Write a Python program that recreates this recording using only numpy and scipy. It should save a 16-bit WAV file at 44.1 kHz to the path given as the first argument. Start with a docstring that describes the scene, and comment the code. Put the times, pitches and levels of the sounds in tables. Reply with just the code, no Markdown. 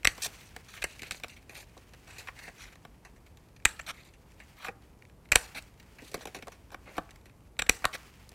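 """A hand-held corner punch bites the corners off a folded card, close to the microphone in a quiet room.
The die crunches through the card and the lever snaps home: bursts of grit with a hard click ring the punch's modes.
Between cuts the card taps and the lever creaks (softer bursts); the card scrapes in the slot (clumped grit).
Fingers slide over the card (two bands of wavering noise) with small ticks.
Behind them lie a short room reverberation and a steady, low room tone."""
import sys
import numpy as np
from scipy import signal
from scipy.fft import rfft, irfft
from scipy.io import wavfile
from scipy.ndimage import uniform_filter1d

SR = 44100
rng = np.random.default_rng(int(sys.argv[2]) if len(sys.argv) > 2 else 0)


def digitize_waveform(pressure):
    """Quantize a signal to 16-bit integers and store it at the path in sys.argv[1].

    Rows of a 2-D input are taken as channels; values are limited to [-1, 1].
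    """
    field = np.atleast_2d(pressure).T
    bounded = np.clip(field, -1, 1)
    quanta = np.round(bounded * 32767).astype(np.int16)
    wavfile.write(sys.argv[1], SR, quanta)


N = 368131   # length in samples


def from_db(db):
    """Gain of a level in dB."""
    return 10 ** (np.asarray(db) / 20)


def at_hz(points, hz):
    """Read a (Hz, value) table on a log-frequency axis."""
    table_hz, values = np.array(points).T
    return np.interp(np.log(hz), np.log(table_hz), values)


def rms_one(x):
    """Scale to rms 1."""
    return x / np.sqrt(np.mean(x ** 2) + 1e-20)


def grit(size, spread_db):
    """Dense tiny contacts of uneven strength."""
    return rng.standard_normal(size) * from_db(spread_db * rng.standard_normal(size))


def coloured(x, spectrum):
    """Give a signal the spectrum above 15 Hz; rms 1."""
    hz = np.maximum(np.fft.rfftfreq(N, 1 / SR), 1)
    gain = from_db(at_hz(spectrum, hz)) * (hz > 15)
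    return rms_one(irfft(rfft(x) * gain, N))


def drift(rate_hz):
    """Slow random wandering with spread 1, drawn 200 times a second and smoothed."""
    steps = rng.standard_normal(int(N / SR * 200) + 2)
    lowpass = signal.butter(2, rate_hz, fs=200, output="sos")
    slow = rms_one(signal.sosfiltfilt(lowpass, steps))
    return np.interp(np.arange(N) / SR * 200, np.arange(len(slow)), slow)


def add(track, sound, at):
    """Mix a sound into the track from sample at."""
    track[at:at + len(sound)] += sound[:N - at]


# The punch in the hand with the card in it, as ringing modes.
# Each row: frequency in Hz before the grip shifts it, level in dB before the contact's colour,
# t60 in seconds at damping 1.
BODY = [(163, -7.5, 0.052), (293, -1, 0.016), (486, 1.5, 0.02), (745, -0.5, 0.014), (1110, -5, 0.014),
        (1604, 0.5, 0.0043), (1898, 1, 0.0073), (2237, -2.5, 0.0073), (2644, -1.36, 0.009),
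        (2856, -5, 0.0069), (4066, -0.5, 0.0027), (5080, -3, 0.0029), (5844, -1.5, 0.0042),
        (7250, -2, 0.0036), (7726, -1, 0.0037), (9430, -7.5, 0.013), (10350, -6.5, 0.0055),
        (11640, -1.5, 0.00068), (13900, -4, 0.0017)]
# Where a contact's colour is set, in Hz: thud, bass, middle, edge, treble and top.
COLOUR_HZ = [400, 1100, 2300, 4600, 7600, 13000]
TREBLE_DB, TOP_DB = -3, -6   # relative to the brightness, which sets the edge
SPRING_HZ, SPRING_WIDTH_HZ = 7680, 840   # where the spring rings


def body(forces, colour, chance_db, damping):
    """Each mode rings on its own force and takes a share of the energy set by the colour of the contact."""
    thud_db, bass_db, bright_db, *spring_db = colour   # the spring is optional
    colour_db = [thud_db, bass_db, 0, bright_db, bright_db + TREBLE_DB, bright_db + TOP_DB]
    tilt = list(zip(COLOUR_HZ, colour_db))
    out = 0
    for k, (hz, db, t60) in enumerate(BODY):
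        hz = hz * (1 + .025 * rng.standard_normal())   # the grip shifts each mode a little
        radius = from_db(-60 * damping / (t60 * SR))
        angle = 2 * np.pi * hz / SR
        ringing = signal.lfilter([1, 0, -1], [1, -2 * radius * np.cos(angle), radius ** 2], forces[k])
        spring_share = np.exp(-((hz - SPRING_HZ) / SPRING_WIDTH_HZ) ** 2)
        level_db = db + at_hz(tilt, hz) + spring_share * sum(spring_db) + chance_db * rng.standard_normal()
        sign = (-1) ** k
        out = out + sign * from_db(level_db) * rms_one(ringing)
    return out


def blows(rows, click_db, softening):
    """A burst of grit builds up to one hard click and dies away, the treble first."""
    out = np.zeros(N)
    before = 441   # samples ahead of the click
    ms = np.arange(-before, 2205) / SR * 1000
    quickness = (np.array(BODY)[:, :1] / 2300) ** softening   # higher modes lose their force sooner
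    for s, peak_db, *colour, rise_ms, fall_ms in rows:
        rise = np.clip(1 + ms / np.clip(rise_ms, .2, 10), 0, 1)
        started = np.where(rise > 0, 1.1 + 0.2 * rise ** 2, 0)   # the first touch is abrupt
        shapes = started * np.exp(-quickness * np.maximum(ms, 0) / max(fall_ms, .2))
        force = grit(len(ms), spread_db=4) + from_db(click_db) * (ms == 0)
        sound = body(shapes * force + 1e-18, colour, chance_db=2, damping=1)
        add(out, from_db(peak_db) * sound / np.abs(sound).max(), round(s * SR) - before)
    return out


# Die biting the card, lever and spring letting go, close to the microphone.
# Each row: click in seconds, peak in dB, thud in dB, bass in dB, brightness in dB, spring ring in dB,
# build-up in ms, die-away in ms.
CRUNCHES = [(0.0525, -4.5, -27.5, -11.5, -11, 2.6, 5.4, 1.2), (3.798, -27.5, -33, -3.5, -16, 3, 6.2, 3.5),
            (3.815, -42, -16, -20.5, -10, 32.5, 5.8, 2.8), (5.3215, -6, -30, -22.5, -14.5, 10, 3.77, 2.2),
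            (5.331, -15.5, -17.5, -6, -13, 1, 4.4, 4.1), (5.355, -20, -20, -1.5, -13, 6.5, 1.7, 1),
            (5.624, -40, -4, -9, 15, 4, 0.54, 2.67), (7.5935, -14.5, -21.5, -16, -14.5, 8.5, 3.3, 5.1),
            (7.6225, -16, -8.5, -8, -11.5, 16, 3, 1.3), (7.668, -35.5, -12, -13, -12, 1.5, 5, 4.2),
            (7.6925, -13.5, -43, -1, -22, -4, 3.1, 2.4), (7.845, -16, -11.5, 2.5, -22, -3, 3.3, 1.6),
            (7.8532, -10.5, -13.5, 4, -6, 2, 0.78, 1.5)]
# Lever slamming onto its stop, close to the microphone.
# Each row: click in seconds, peak in dB, thud in dB, bass in dB, brightness in dB, spring ring in dB,
# build-up in ms.
SNAPS = [(0.0729, -2.5, -26.5, -24.5, -12.5, 2.5, 0.77), (3.6549, -2, -24, -14, -12.5, 11, 3.7),
         (5.3573, 1, -17, -8.5, -5.5, 5.6, 0.82), (7.695, -3, -12, -9.5, -4.5, 3, 2.27)]
SNAP_FALL_MS = 1.7
BOUNCE_S, BOUNCE_DB, BOUNCE_BASS_DB = .008, -21.5, 14   # delay, peak and bass relative to the slam


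def lever():
    """The die crunches, then the lever slams home and bounces once, duller and without the spring."""
    slams = [(*row, SNAP_FALL_MS) for row in SNAPS]
    bounces = []
    for s, db, thud, bass, bright, *_ in SNAPS:
        colour = (thud, bass + BOUNCE_BASS_DB, bright)
        bounces.append((s + BOUNCE_S, db + BOUNCE_DB, *colour, 2.1, 2.1))   # build-up, die-away in ms
    return blows(CRUNCHES + slams + bounces, click_db=19.5, softening=.1)


TAP_RISE_MS = 1   # build-up of taps, creaks and ticks
# The lever creaking faintly under the thumb, close to the microphone.
# Each row: click in seconds, peak in dB.
CREAKS = [(0.032, -36), (3.601, -49), (3.624, -53.5), (5.023, -43.5), (5.052, -46), (5.098, -49.5),
          (5.256, -48.5), (5.289, -47.5), (5.298, -53), (7.297, -49.5), (7.568, -50)]
CREAK_COLOUR, CREAK_FALL_MS = (-23.5, -13.5, -15), 1.9   # colour: thud, bass, brightness in dB


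def creaks():
    """The lever creaks: faint, brief contacts of one dull colour ring the punch."""
    rows = [(s, db, *CREAK_COLOUR, TAP_RISE_MS, CREAK_FALL_MS) for s, db in CREAKS]
    return blows(rows, click_db=17, softening=0.23)


# Card edge or finger knocking on the punch, close to the microphone.
# Each row: click in seconds, peak in dB, thud in dB, bass in dB, brightness in dB, die-away in ms.
TAPS = [(0.179, -34, -2, 4.5, 0.5, 5.3), (0.258, -31, 7.5, 13, -6, 10.5), (0.564, -29, -7, -4, -8, 3.5),
        (0.74, -35.5, -48, -2, -12, 4.6), (0.775, -34, -24, -12, -17, 11), (0.823, -25, -24, -13, -13, 4.8),
        (0.841, -16.5, -12.5, -5.5, -6, 4.5), (0.993, -34, -19, -36, -10.5, 8.3),
        (1.02, -30.5, -7, -35, -9.5, 4.6), (1.032, -29.5, -12, -17, -11.5, 4.3),
        (1.069, -41, -19, -25, -8, 9.6), (1.11, -20.5, -27.5, -12, -9.5, 4.2), (1.12, -26, -5, -23, 0, 3.9),
        (1.146, -34, -11, -7, -16, 1.7), (1.236, -24, -13, -15, -13, 3.4), (1.244, -28.5, -7, -9, -15, 3),
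        (1.283, -39, -21, -2, 3, 7), (1.495, -35, -9, -18, -13, 8.4), (1.553, -35, -30, -9, -8, 7.1),
        (1.767, -43.5, 17, 24, 5, 8.9), (1.936, -40.5, -6, 2, -7, 6.1), (2.183, -34.5, -13, -34, -3, 27),
        (2.273, -33, -36, 2, -11, 8.2), (2.285, -28, -23, 5, -22, 5.4), (2.39, -36, -19, -10, -9, 5.1),
        (2.479, -33, -6, -3, -23, 8.4), (2.756, -43, -7, 1.5, -7, 2.6), (2.851, -36.5, -2, 9, -9, 3.5),
        (3.05, -39.5, -16, 2, -7, 15.3), (3.162, -49.5, -17, -3, -6, 14), (3.265, -47.5, -20, -8, -5, 6.7),
        (3.372, -47, -14, 3, 1, 4.4), (3.564, -45.5, -22, -5, -5, 7), (4.138, -47.5, -27, -18, -11, 11),
        (4.401, -37, -23, -7, -18, 16), (4.684, -23, -5, 2, -40, 5.5), (5.799, -44, -14, -13.5, -7, 6.6),
        (5.986, -41, -12, -8.5, -13, 15), (6.021, -38.5, 4.5, -16, -9, 12), (6.116, -38.5, 7, -9, 3, 6.6),
        (6.143, -22, 1, 8, 2.2, 8.1), (6.178, -37, 14, -11, -3, 2.9), (6.255, -26, 5.5, 3, -1, 3.4),
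        (6.272, -34, 6, 0, -2, 8.7), (6.347, -28.5, -2.5, 1.5, -2, 12), (6.365, -33, 1, -26, -10, 11),
        (6.388, -38, 0, -9, -8, 5.7), (6.425, -32, 2.5, -7, -9.5, 6), (6.471, -35.5, 3, 6, -7, 7.4),
        (6.482, -33, 2, 9.5, -3, 3.2), (6.52, -41, -19, 5, -3, 14), (6.705, -43.5, -9.5, 10, -6, 1.4),
        (6.745, -28, -10, 7, -12, 2.9), (6.968, -35.5, -1, -1, -3, 10), (6.981, -18, 6.5, 15, -7, 4.7),
        (7.092, -45.5, -8, -9, -25, 2.3), (7.108, -39, -10, -19, -3, 5.4),
        (7.159, -45, -11, -14.5, -5.5, 4), (7.257, -46, -7, -6, -4, 12), (7.822, -39, -20, 7, -8, 21),
        (8.25, -56, -9, -7, 17, 2.5), (8.269, -60, -12, -8, 5, 2.5), (8.292, -37, -5, -9, 28, 2.5),
        (8.318, -44, 4, -2, 3, 3.5)]


def taps():
    """Card and fingers knock on the punch: short contacts, each with its own colour and die-away."""
    rows = [(*row[:-1], TAP_RISE_MS, row[-1]) for row in TAPS]
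    return blows(rows, click_db=17, softening=0.23)


# Card dragged in the slot or over a hand, close to the microphone.
# Each row: start in seconds, length in seconds (the drag stops by 0.204), rms in dB over that length,
# swell in dB, thud in dB, bass in dB, brightness in dB.
SCRAPES = [(0.218, 0.054, -33.5, 1, -22, -5, 9), (0.29, 0.4, -64, 0, -30, -25, 1),
           (0.681, 0.11, -53, 11, -42, -4, -1), (0.818, 0.015, -36, 3, -36, -21, -16),
           (0.86, 0.117, -56, 2.5, -34, -24, -8), (1.033, 0.066, -51.5, -5, -22, -20, -10),
           (1.122, 0.077, -54.5, -4, -26, -22, -2), (1.293, 0.064, -55, -1, -36, -42, -12),
           (1.363, 0.035, -57, -10, -37, -35, -13), (1.501, .15, -51.5, 7, -13.5, -4.5, -2),
           (2.069, 0.19, -54, -3, -17, -4.5, -7), (2.359, 0.17, -52, -1, -15, -11, -8.5),
           (2.577, 0.1, -51.5, -1, -39, -2.5, -3), (2.662, .09, -58, -4, -20, 1, -6),
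           (3.863, 0.055, -39.5, 8, -24, -0.5, -6), (3.931, 0.19, -59.5, 0.5, -29, -12, -8),
           (4.564, 0.11, -50.5, 21, -24, 2.5, -8.5), (4.644, 0.0422, -41, -4.5, -21, 4.5, -9),
           (5.546, 0.055, -41.5, 0, -19, -9, -8.5), (6.034, .083, -58, -0.5, -11, -27, 3),
           (6.207, .04, -50, 2, -4, 1, -2), (6.716, 0.031, -51, -8, 6, 14.5, 5),
           (6.853, 0.15, -54, 0, -6.5, -1.5, -16), (7.928, 0.038, -39, 5.5, -13, -5.5, -5)]
# The cut card shivering in the slot after each slam: level relative to the slam's peak.
SHIVER_S, SHIVER_DB, SHIVER_FADE_DB = 0.19, -52, -25.5
SHIVER_COLOUR = (-23.5, -12, -3)   # thud, bass, brightness in dB


def scrapes():
    """The card catches and slips: grit in uneven clumps whose colour shifts, the modes damped by the contact."""
    out = np.zeros(N)
    t = np.arange(9000) / SR
    steps = np.arange(30) * .008
    shivers = [(s + BOUNCE_S, SHIVER_S, db + SHIVER_DB, SHIVER_FADE_DB, *SHIVER_COLOUR, spring / 2)
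               for s, db, *_, spring, _rise in SNAPS]
    for s, length, db, swell_db, *colour in SCRAPES + shivers:
        fade_in = np.clip(t / (0.047 * length), 0, 1)
        fade_out = np.clip((length - t) / (0.22 * length), 0, 1)
        swell = from_db(swell_db * np.minimum(t / length, 1))
        stroke = fade_in * fade_out * swell * grit(len(t), spread_db=3.5)
        shared = rng.standard_normal(len(steps))
        # neighbouring modes slip together, distant ones apart
        own = uniform_filter1d(rng.standard_normal((len(BODY), len(steps))), size=4, axis=0)
        clumps = [from_db(np.interp(t, steps, 3 * shared + 6 * row)) for row in own]
        forces = [stroke * clump + 1e-18 for clump in clumps]
        sound = body(forces, colour, chance_db=1.5, damping=1.3)
        rms = np.sqrt(np.sum(sound ** 2) / (length * SR))
        add(out, from_db(db) * sound / rms, round(s * SR))
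    return out


# How hard the fingers slide on the card, close to the microphone.
# Each row: time in seconds, level of the middle in dB before it wavers.
RUB = [(0.0, -68), (.08, -61), (.2, -53.5), (.6, -63.5), (.66, -62), (.9, -60.5), (1.15, -61),
       (1.33, -69.5), (1.97, -64.5), (2.2, -61.5), (2.5, -60.5), (2.86, -72), (3.6, -76), (3.83, -63),
       (4.1, -76), (4.55, -63.5), (4.75, -73), (5.33, -75), (5.44, -57.5), (5.6, -57.5), (5.75, -72.5),
       (6.05, -61), (6.5, -65.5), (6.75, -73), (6.95, -60.5), (7.351, -76), (7.66, -74), (7.75, -59),
       (8.07, -60.5), (8.35, -68.5)]
# Middle of the sliding. Each row: frequency in Hz, relative level in dB per Hz.
RUB_LOW = [(300, -12), (900, -7.5), (1550, -5), (2300, -2.5), (3100, -6.5), (5500, -20)]
# Hissy top of the sliding. Each row: frequency in Hz, relative level in dB per Hz.
RUB_HIGH = [(3000, -19), (4500, 4), (8000, 0), (12000, -10.5), (16000, -16)]
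RUB_HISS_DB = -6.5   # the hissy top relative to the middle


def rubbing():
    """Skin and card sliding: soft grit with a card-like middle and a hissy top, both wavering together."""
    level_db = np.interp(np.arange(N) / SR, *np.transpose(RUB))
    level = from_db(level_db + 2.0 * drift(rate_hz=24))
    middle = coloured(grit(N, spread_db=5.5), RUB_LOW)
    hiss = coloured(grit(N, spread_db=8.0), RUB_HIGH)
    return level * (middle + from_db(RUB_HISS_DB) * hiss)


TICK_DB, TICK_SPREAD_DB = 15, 3   # peak over the sliding level, and its spread
TICK_COLOUR, TICK_FALL_MS = (-12, -7, -4.5), 3.4   # colour: thud, bass, brightness in dB


def ticks(count):
    """Small contacts at random moments ring the punch, stronger where the fingers slide hard."""
    moments = rng.uniform(.02, .99, count) * N / SR
    sliding_db = np.interp(moments, *np.transpose(RUB))
    peaks_db = sliding_db + TICK_DB + TICK_SPREAD_DB * rng.standard_normal(count)
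    rows = [(s, db, *TICK_COLOUR, TAP_RISE_MS, TICK_FALL_MS) for s, db in zip(moments, peaks_db)]
    return blows(rows, click_db=17, softening=0.23)


# How long the quiet room rings. Each row: frequency in Hz, t60 in seconds.
ROOM_T60 = [(200, 0.19), (1200, 0.45), (2300, 0.11), (4000, 0.16), (12000, 0.25)]
ROOM_DB = -20   # reverberation relative to the near sound


def room(x):
    """Reverberation: noise that dies band by band, after a short gap."""
    t = np.arange(SR // 2) / SR
    tail = 0
    edges = 125 * 2 ** np.arange(0, 7.1, .5)   # half-octave bands
    for low_hz, high_hz in zip(edges, edges[1:]):
        band = signal.butter(2, [low_hz, high_hz], "band", fs=SR, output="sos")
        dying = from_db(-60 * t / at_hz(ROOM_T60, np.sqrt(low_hz * high_hz)))
        tail = tail + signal.sosfilt(band, rng.standard_normal(len(t))) * dying
    tail = tail * np.clip((t - .003) / 0.0034, 0, 1)
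    tail = tail / np.sqrt(np.sum(tail ** 2))
    return from_db(ROOM_DB) * signal.fftconvolve(x, tail)[:N]


# Tone of the quiet room. Each row: frequency in Hz, relative level in dB per Hz.
AIR = [(12, -42.5), (20, -15.5), (49, 3.5), (108, -2), (297, -11.5), (452, -14), (709, -19), (888, -18.5),
       (1690, -30), (3520, -38.5), (12500, -38), (15200, -45), (16500, -67.5)]
AIR_DB = -56.5   # rms


def room_tone():
    """Steady noise, strongest in the low bass."""
    return from_db(AIR_DB) * coloured(rng.standard_normal(N), AIR)


def scene():
    """Punch, card and fingers, their room, and the room tone."""
    near = lever() + creaks() + taps() + ticks(count=45) + scrapes()
    return (near + room(near) + rubbing() + room_tone())[None]


TOP_LEVEL = .93   # the recorder rounds peaks below this, before the thump is added
THUMP_DB = -8.0   # gain of the rectified lows
CUTOFF_HZ = 16800   # stopband edge


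def record(dry):
    """Rectified sound leaves a low thump under the loud contacts; peaks are rounded and the top is cut."""
    thump_band = signal.butter(1, [28, 70], "band", fs=SR, output="sos")
    thump = signal.sosfilt(thump_band, np.abs(dry))
    thump = signal.sosfilt(signal.butter(1, 25, "high", fs=SR, output="sos"), thump)
    rounded = dry / (1 + np.abs(dry / TOP_LEVEL) ** 4) ** .25
    top_cut = signal.cheby2(12, 60, CUTOFF_HZ, fs=SR, output="sos")
    return signal.sosfilt(top_cut, rounded + from_db(THUMP_DB) * thump)


dry = scene()
out = record(dry)
digitize_waveform(out)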